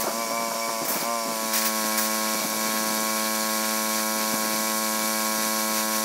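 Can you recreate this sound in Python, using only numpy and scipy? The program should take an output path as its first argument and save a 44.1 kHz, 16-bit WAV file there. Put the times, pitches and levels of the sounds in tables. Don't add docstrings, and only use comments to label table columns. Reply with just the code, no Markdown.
import sys
import numpy as np
from scipy import signal
from scipy.fft import rfft, irfft, next_fast_len
from scipy.io import wavfile

SR = 44100
rng = np.random.default_rng(int(sys.argv[2]) if len(sys.argv) > 2 else 0)


def wav_record(signal):
    frames = np.transpose(np.atleast_2d(signal))
    bounded = np.clip(frames, -1, 1)
    quanta = np.round(bounded * 32767).astype(np.int16)
    wavfile.write(sys.argv[1], SR, quanta)


N = 266364


# multiple of the stroke rate, relative level/dB running light, and working hard
HUM_TONES = [(1, -41, -33), (2, -12.5, -4), (3, -19, -11), (4, -18, -15), (5, -6, -7.3), (6, -6.5, -9),
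             (7, -17, -11.8), (8, -9.5, -11.5), (9, -5, -8), (10, -9, -4), (11, -24, -29), (12, -20, -13.3),
             (13, -23, -13.3), (14, -27, -16), (15, -29, -11), (16, -26, -17.5), (17, -29, -29),
             (18, -28, -16), (19, -25, -29)]

def pump_hum(angle, pressure, phase_spread=1.0, waver_db=-0.13, waver_per_order_db=0.092, load_curve=1.7):
    out, load = np.zeros(N), pressure ** load_curve
    for order, light_db, loaded_db in HUM_TONES:
        gain = (1 - load) * from_db(light_db) + load * from_db(loaded_db)
        waver = from_db((waver_db + waver_per_order_db * order) * drift(7.9))
        out += gain * waver * np.sin(order * angle + phase_spread * rng.standard_normal())
    return np.sqrt(2) * from_db(hum_db(pressure)) * out


# t/s, f/Hz
STROKE_RATE = [(0.11, 112.7), (0.12, 111.5), (0.21, 115.8), (0.29, 111.5), (0.34, 115.7), (0.51, 113.4),
               (0.74, 113.9), (0.77, 111.9), (0.82, 113.1), (0.85, 110.0), (0.89, 110.9), (1.0, 109.9),
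               (1.07, 116.2), (1.15, 116.2), (1.25, 112.2), (1.3, 113.5), (1.36, 110.8), (1.88, 109.0),
               (2.77, 109.2), (6.04, 109.0)]

def pump_angle(wander_hz=0.099, sway_hz=0.21, sway_rate_hz=5.6):
    sway = np.sin(2 * np.pi * sway_rate_hz * np.arange(N) / SR + 1.56 * drift(0.98))
    speed = in_time(STROKE_RATE) + wander_hz * drift(4.87) + sway_hz * sway
    return 2 * np.pi * np.cumsum(speed) / SR


def hum_db(pressure, light_db=-30.5, loaded_db=-31, db_per_hz=0.98, light_speed_hz=113.5):
    racing_db = light_db + db_per_hz * (in_time(STROKE_RATE) - light_speed_hz)
    return by_pressure(pressure, racing_db, loaded_db)


# t/s, share of full pressure (0 to 1)
WATER_PRESSURE = [(0, 0.54), (.2, 0.16), (1.1, 0.12), (1.25, 0.1), (1.45, 0.74), (1.8, 1.0), (6.04, 0.99)]

def water_pressure():
    return np.clip(in_time(WATER_PRESSURE), 0, 1)


# multiple of the stroke rate (played rounded), level/dB running light, working hard
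WHINE_TONES = [(23, -65, -61), (24, -56, -61.5), (30, -75, -55), (34, -75, -53), (35, -60, -59),
               (38, -63, -53), (40, -61, -48.5), (42, -46.5, -61.5), (43, -67, -58), (44, -66, -49),
               (45, -67, -57), (47, -62, -76), (48, -45, -73), (49, -42, -66), (54, -53, -46),
               (58, -50, -59), (61, -61, -48.5), (65.7, -56, -52), (68.5, -65, -47.5), (86, -70, -57),
               (103.6, -66, -47)]

def gear_whine(angle, pressure, flutter_db=2.5, slip=0.43):
    out = np.zeros(N)
    for order, light_db, loaded_db in WHINE_TONES:
        phase = round(order) * angle + rng.uniform(0, 2 * np.pi) + slip * drift(11.5)
        level_db = by_pressure(pressure, light_db, loaded_db) + flutter_db * drift(16)
        out += from_db(level_db) * np.cos(phase)
    return np.sqrt(2) * out


# t/s, length/s, dip/dB
HUM_DIPS = [(0.478, 0.058, 5), (0.83, 0.1, 2), (0.942, 0.08, 10)]

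def pump_dips_db(hold_s=0.013, fall_s=0.029):
    dips = sum(db * burst_shape(start, length, 0.023, 0.018) for start, length, db in HUM_DIPS)
    bumps = sum(db * burst_shape(start, hold_s, fall_s=fall_s) for start, _, db in WIND_BUMPS)
    return dips + bumps


# f/Hz, width/Hz, level/dB running light, level/dB working hard
CASE_NOTES = [(2236, 56, -53, -49), (4850, 130, -51, -66), (5570, 85, -51, -45.5), (5844, 100, -52, -45),
              (7390, 130, -47.5, -50)]

def case_ring(angle, pressure, rub=1.0, flutter_db=2.5):
    ticks = np.diff(np.floor(angle / (2 * np.pi)), prepend=0)
    drive = rms_one(ticks) + rub * rng.standard_normal(N)
    out = np.zeros(N)
    for hz, width, light_db, loaded_db in CASE_NOTES:
        level_db = by_pressure(pressure, light_db, loaded_db) + flutter_db * drift(29)
        out += from_db(level_db) * rms_one(resonate(resonate(drive, hz, width), hz, 10 * width))
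    return out


def case_song(angle, pressure, centre_hz=2298, width_hz=44, light_db=-38.5, loaded_db=-42.0):
    speed, out = np.gradient(angle) * SR / (2 * np.pi), np.zeros(N)
    nearest = round(centre_hz / speed.mean())
    for order in range(nearest - 2, nearest + 2):
        gain = 1 / (1 + (2 * (order * speed - centre_hz) / width_hz) ** 2)
        out += gain * np.cos(order * angle + 0.15 * drift(15))
    flutter_db = by_pressure(pressure, weak_db=3.5, full_db=2.0) * drift(17)
    return np.sqrt(2) * out * from_db(by_pressure(pressure, light_db, loaded_db) + flutter_db)


# f/Hz, relative level/dB
WEAK_JET_COLOUR = [(1500, -3.5), (3000, -6.5), (3900, -7), (4600, -1.5), (6000, 0.5), (7300, -1),
                   (8300, -3), (11500, -2.5), (13500, -6), (15700, -10.5)]
FULL_JET_COLOUR = [(1500, -25), (3000, -14), (3700, -7), (4400, -1.5), (5200, -5), (5900, 2), (6900, -4),
                   (7500, -2.5), (8100, -4), (9500, -3), (11300, -2.5), (13200, -3.5), (14500, -8.5),
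                   (15700, -7.5)]

def jet(angle, pressure, stroke_ripple=0.19, valve_ripple=0.16, flutter_db=0.28, growth_db_per_s=0.31):
    weak = coloured(droplets(per_s=30000, spread_db=-1.0), WEAK_JET_COLOUR)
    full = coloured(droplets(per_s=30000, spread_db=1.5), FULL_JET_COLOUR)
    spray = np.sqrt(1 - pressure) * weak + np.sqrt(pressure) * full
    ripple = 1 + stroke_ripple * np.cos(angle) + valve_ripple * np.cos(4 * angle)
    level_db = by_pressure(pressure, weak_db=-35, full_db=-30.5) + growth_db_per_s * np.arange(N) / SR
    level_db += 0.31 * sweep_db()
    return high_pass(spray, 1320) * ripple * from_db(level_db + flutter_db * drift(19))


# t/s, length/s, hiss level/dB, splash level/dB, sizzle level/dB
AIR_POCKETS = [(0.0, 0.017, -27, -48, -34), (.847, 0.013, -28, -41, -40), (0.881, 0.049, -26, -38.5, -30.5),
               (0.938, 0.1, -30.5, -37, -48), (1.531, 0.037, -21, -28.5, -40),
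               (1.575, 0.016, -25, -32, -42), (1.61, .025, -27, -35, -45),
               (1.648, 0.027, -22.5, -31.5, -40), (1.973, 0.022, -20.5, -32, -38),
               (2.01, .055, -29, -39, -42)]
# f/Hz, relative level/dB
SPIT_COLOUR = [(2000, 8), (3200, -37), (4500, -0.5), (5900, 6), (8200, 3.5), (10500, 5), (13200, 4),
               (15700, 9.5)]

def spits(sizzle_hz=13200, sizzle_width_hz=3000):
    table = np.array(AIR_POCKETS)
    shapes = np.array([burst_shape(start, length) for start, length in table[:, :2]])
    hiss, splash, sizzle = from_db(table[:, 2:]).T @ shapes
    burst = hiss * high_pass(coloured(rng.standard_normal(N), SPIT_COLOUR), 1740)
    spray = splash * high_pass(coloured(droplets(per_s=9000, spread_db=2.5), HULL_COLOUR), 530)
    top = resonate(rng.standard_normal(N), sizzle_hz, sizzle_width_hz)
    top = resonate(top, sizzle_hz, 2 * sizzle_width_hz)
    return (burst + spray + sizzle * rms_one(top)) * from_db(drift(60))


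# f/Hz, relative level/dB
HULL_COLOUR = [(90, -15), (160, -5.5), (260, -4), (420, -11), (600, -1.5), (800, -5), (1050, -3.5),
               (1500, 2.5), (1900, 1), (2400, 5.5), (3000, -2), (4400, 3.5), (5800, 3), (9000, -14)]

def hull_splash(angle, pressure, ripple=0.084, flutter_db=1.3, top_hz=7000, drone_db=-48):
    drops = droplets(per_s=9000, spread_db=0.7) * (1 + ripple * np.cos(angle))
    patter = high_pass(coloured(low_pass(drops, top_hz), HULL_COLOUR), 113)
    level_db = by_pressure(pressure, weak_db=-45.5, full_db=-37) + sweep_db() + flutter_db * drift(12)
    drone = rms_one(resonate(rng.standard_normal(N), hz=1030, width=170))
    return from_db(level_db) * patter + from_db(drone_db) * drone


# t/s, swell of the splash/dB
JET_SWEEPS = [(3.97, 3.5), (5.06, 1.5), (5.44, 3), (5.59, 2.5), (5.77, 4.5), (5.94, 3)]

def sweep_db(half_length_s=0.049):
    swell = np.zeros(N)
    for centre, db in JET_SWEEPS:
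        away = ((np.arange(N) / SR - centre) / half_length_s) ** 2
        swell += db * (1 - away) * np.exp(-away / 2)
    return swell


# t/s, length/s, level/dB
WATER_SLAPS = [(0.037, 0.069, -29), (0.3, .015, -33), (0.486, 0.079, -37), (.675, 0.014, -31.5),
               (0.859, 0.067, -33), (0.945, 0.094, -34), (2.397, 0.066, -35), (2.526, .015, -36),
               (4.335, 0.023, -36)]
# f/Hz, width/Hz, relative level/dB
PANEL_NOTES = [(480, 137, -4), (668, 155, 1.5), (804, 76, -4), (944, 130, -1.5), (1142, 91, -4),
               (1380, 190, -1.5)]

def hull_slaps():
    force = sum(from_db(db) * burst_shape(start, length) for start, length, db in WATER_SLAPS)
    drops = droplets(per_s=4300, spread_db=4.0)
    panels = sum((-1) ** k * from_db(db) * resonate(drops, hz, width)
                 for k, (hz, width, db) in enumerate(PANEL_NOTES))
    return force * rms_one(low_pass(panels, 1800))


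def boat_echoes(x, strength=0.13, count=10):
    out = x.copy()
    for lag in (rng.uniform(0.001, 0.007, count) * SR).astype(int):
        out[lag:] += strength * rng.choice([-1, 1]) * x[:-lag]
    return out / np.sqrt(1 + count * strength ** 2)


# t/s, length/s, level/dB
WIND_GUSTS = [(0.0, 0.51, -44), (.65, 0.032, -41), (0.796, 0.24, -38.5), (1.245, .04, -39), (1.4, .02, -44),
              (2.33, 0.41, -43), (2.8, .23, -44.5), (4.13, .05, -45), (4.31, 0.25, -42.5),
              (4.95, 0.087, -47), (5.3, .13, -44), (5.68, .1, -48)]
# t/s, level/dB, dip of the pump's tones/dB
WIND_BUMPS = [(0.038, -36, 14), (.073, -26, 4), (.25, -36, 2.5), (.42, -39, -1), (.817, -29, 1.5),
              (0.956, -36, 3), (1.024, -36, -1), (1.841, -36, 0), (2.347, -31, 3), (2.398, -33, 8),
              (2.445, -29, 7), (2.53, -35, 4.5), (2.68, -34, 1), (4.335, -29, 2), (4.44, -37, 0.5),
              (4.49, -40, 0)]
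# f/Hz, relative level/dB
WIND_COLOUR = [(30, -43), (80, -34), (115, -13), (160, 0), (240, 5.5), (420, -0.5), (700, -4), (1050, -9.5),
               (1400, -11.5), (2200, -27), (5000, -49)]

def wind(breeze_db=-53.5, lumpy_db=6.5, thump_hz=230, thump_width_hz=130):
    strength = from_db(breeze_db)
    for start, length, db in WIND_GUSTS:
        gust = from_db(db) * burst_shape(start, length, rise_s=0.015, fall_s=0.073)
        strength = np.hypot(strength, gust)
    strength *= from_db(lumpy_db * np.tanh(drift(27)))
    pushes = np.zeros(N)
    for start, db, _ in WIND_BUMPS:
        puff = from_db(db) * burst_shape(start, 0.0084, rise_s=0.0029, fall_s=0.0065)
        strength = np.hypot(strength, puff)
        pushes[round(start * SR)] = from_db(db + 4)
    thumps = low_pass(resonate(pushes + 1e-18, thump_hz, thump_width_hz), 700) / 2
    return high_pass(strength * coloured(rng.standard_normal(N), WIND_COLOUR) + thumps, 130)


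def outdoor_air(level_db=-74):
    colour = [(20, 1), (80, 0), (300, -12), (3000, -26)]  # f/Hz, relative level/dB
    return from_db(level_db) * coloured(rng.standard_normal(N), colour)


def by_pressure(pressure, weak_db, full_db):
    return weak_db + (full_db - weak_db) * pressure


def droplets(per_s, spread_db):
    sizes = from_db(spread_db * np.minimum(rng.exponential(1, N), 4)) * rng.standard_normal(N)
    return rms_one(sizes * (rng.random(N) < per_s / SR))


def burst_shape(start, length, rise_s=0.0048, fall_s=0.019):
    age = np.arange(N) / SR - start
    return np.clip(age / rise_s, 0, 1) * np.exp(-np.clip(age - length, 0, 1) / fall_s)


def drift(rate):
    r = np.exp(-80 * np.pi * rate / SR)
    noise = rng.standard_normal(N // 40 + 2002)
    slow = signal.lfilter([1], [1, -2 * r, r * r], noise)[2000:]
    return np.interp(np.arange(N) / 40, np.arange(len(slow)), rms_one(slow))


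def coloured(x, spectrum):
    hz, db = np.transpose(spectrum)
    size = next_fast_len(N)
    log_hz = np.log(np.fft.rfftfreq(size, 1 / SR) + 1)
    gain = from_db(np.interp(log_hz, np.log(hz), db))
    return rms_one(irfft(rfft(x, size) * gain, size)[:N])


def resonate(x, hz, width):
    r = np.exp(-np.pi * width / SR)
    return signal.lfilter([1, 0, -1], [1, -2 * r * np.cos(2 * np.pi * hz / SR), r * r], x)


def high_pass(x, hz):
    return signal.sosfilt(signal.butter(4, hz, "high", fs=SR, output="sos"), x)


def low_pass(x, hz):
    return signal.sosfilt(signal.butter(2, hz, fs=SR, output="sos"), x)


def in_time(rows):
    return np.interp(np.arange(N) / SR, *np.transpose(rows))


def from_db(db):
    return 10 ** (np.asarray(db) / 20)


def rms_one(x):
    return x / np.sqrt(np.mean(x ** 2) + 1e-20)


def scene():
    angle, pressure = pump_angle(), water_pressure()
    tones = (pump_hum(angle, pressure) + gear_whine(angle, pressure)) * from_db(-pump_dips_db())
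    machine = tones + case_ring(angle, pressure) + case_song(angle, pressure)
    water = boat_echoes(jet(angle, pressure) + spits()) + hull_splash(angle, pressure) + hull_slaps()
    background = outdoor_air() + wind()
    return np.tile(machine + water + background, (2, 1))


def record(dry, cutoff_hz=15720):
    treble_cut = signal.firwin(801, cutoff_hz, fs=SR, window=("kaiser", 8))
    return signal.fftconvolve(dry, treble_cut[None], "same", axes=1)


dry = scene()
out = record(dry)
wav_record(out)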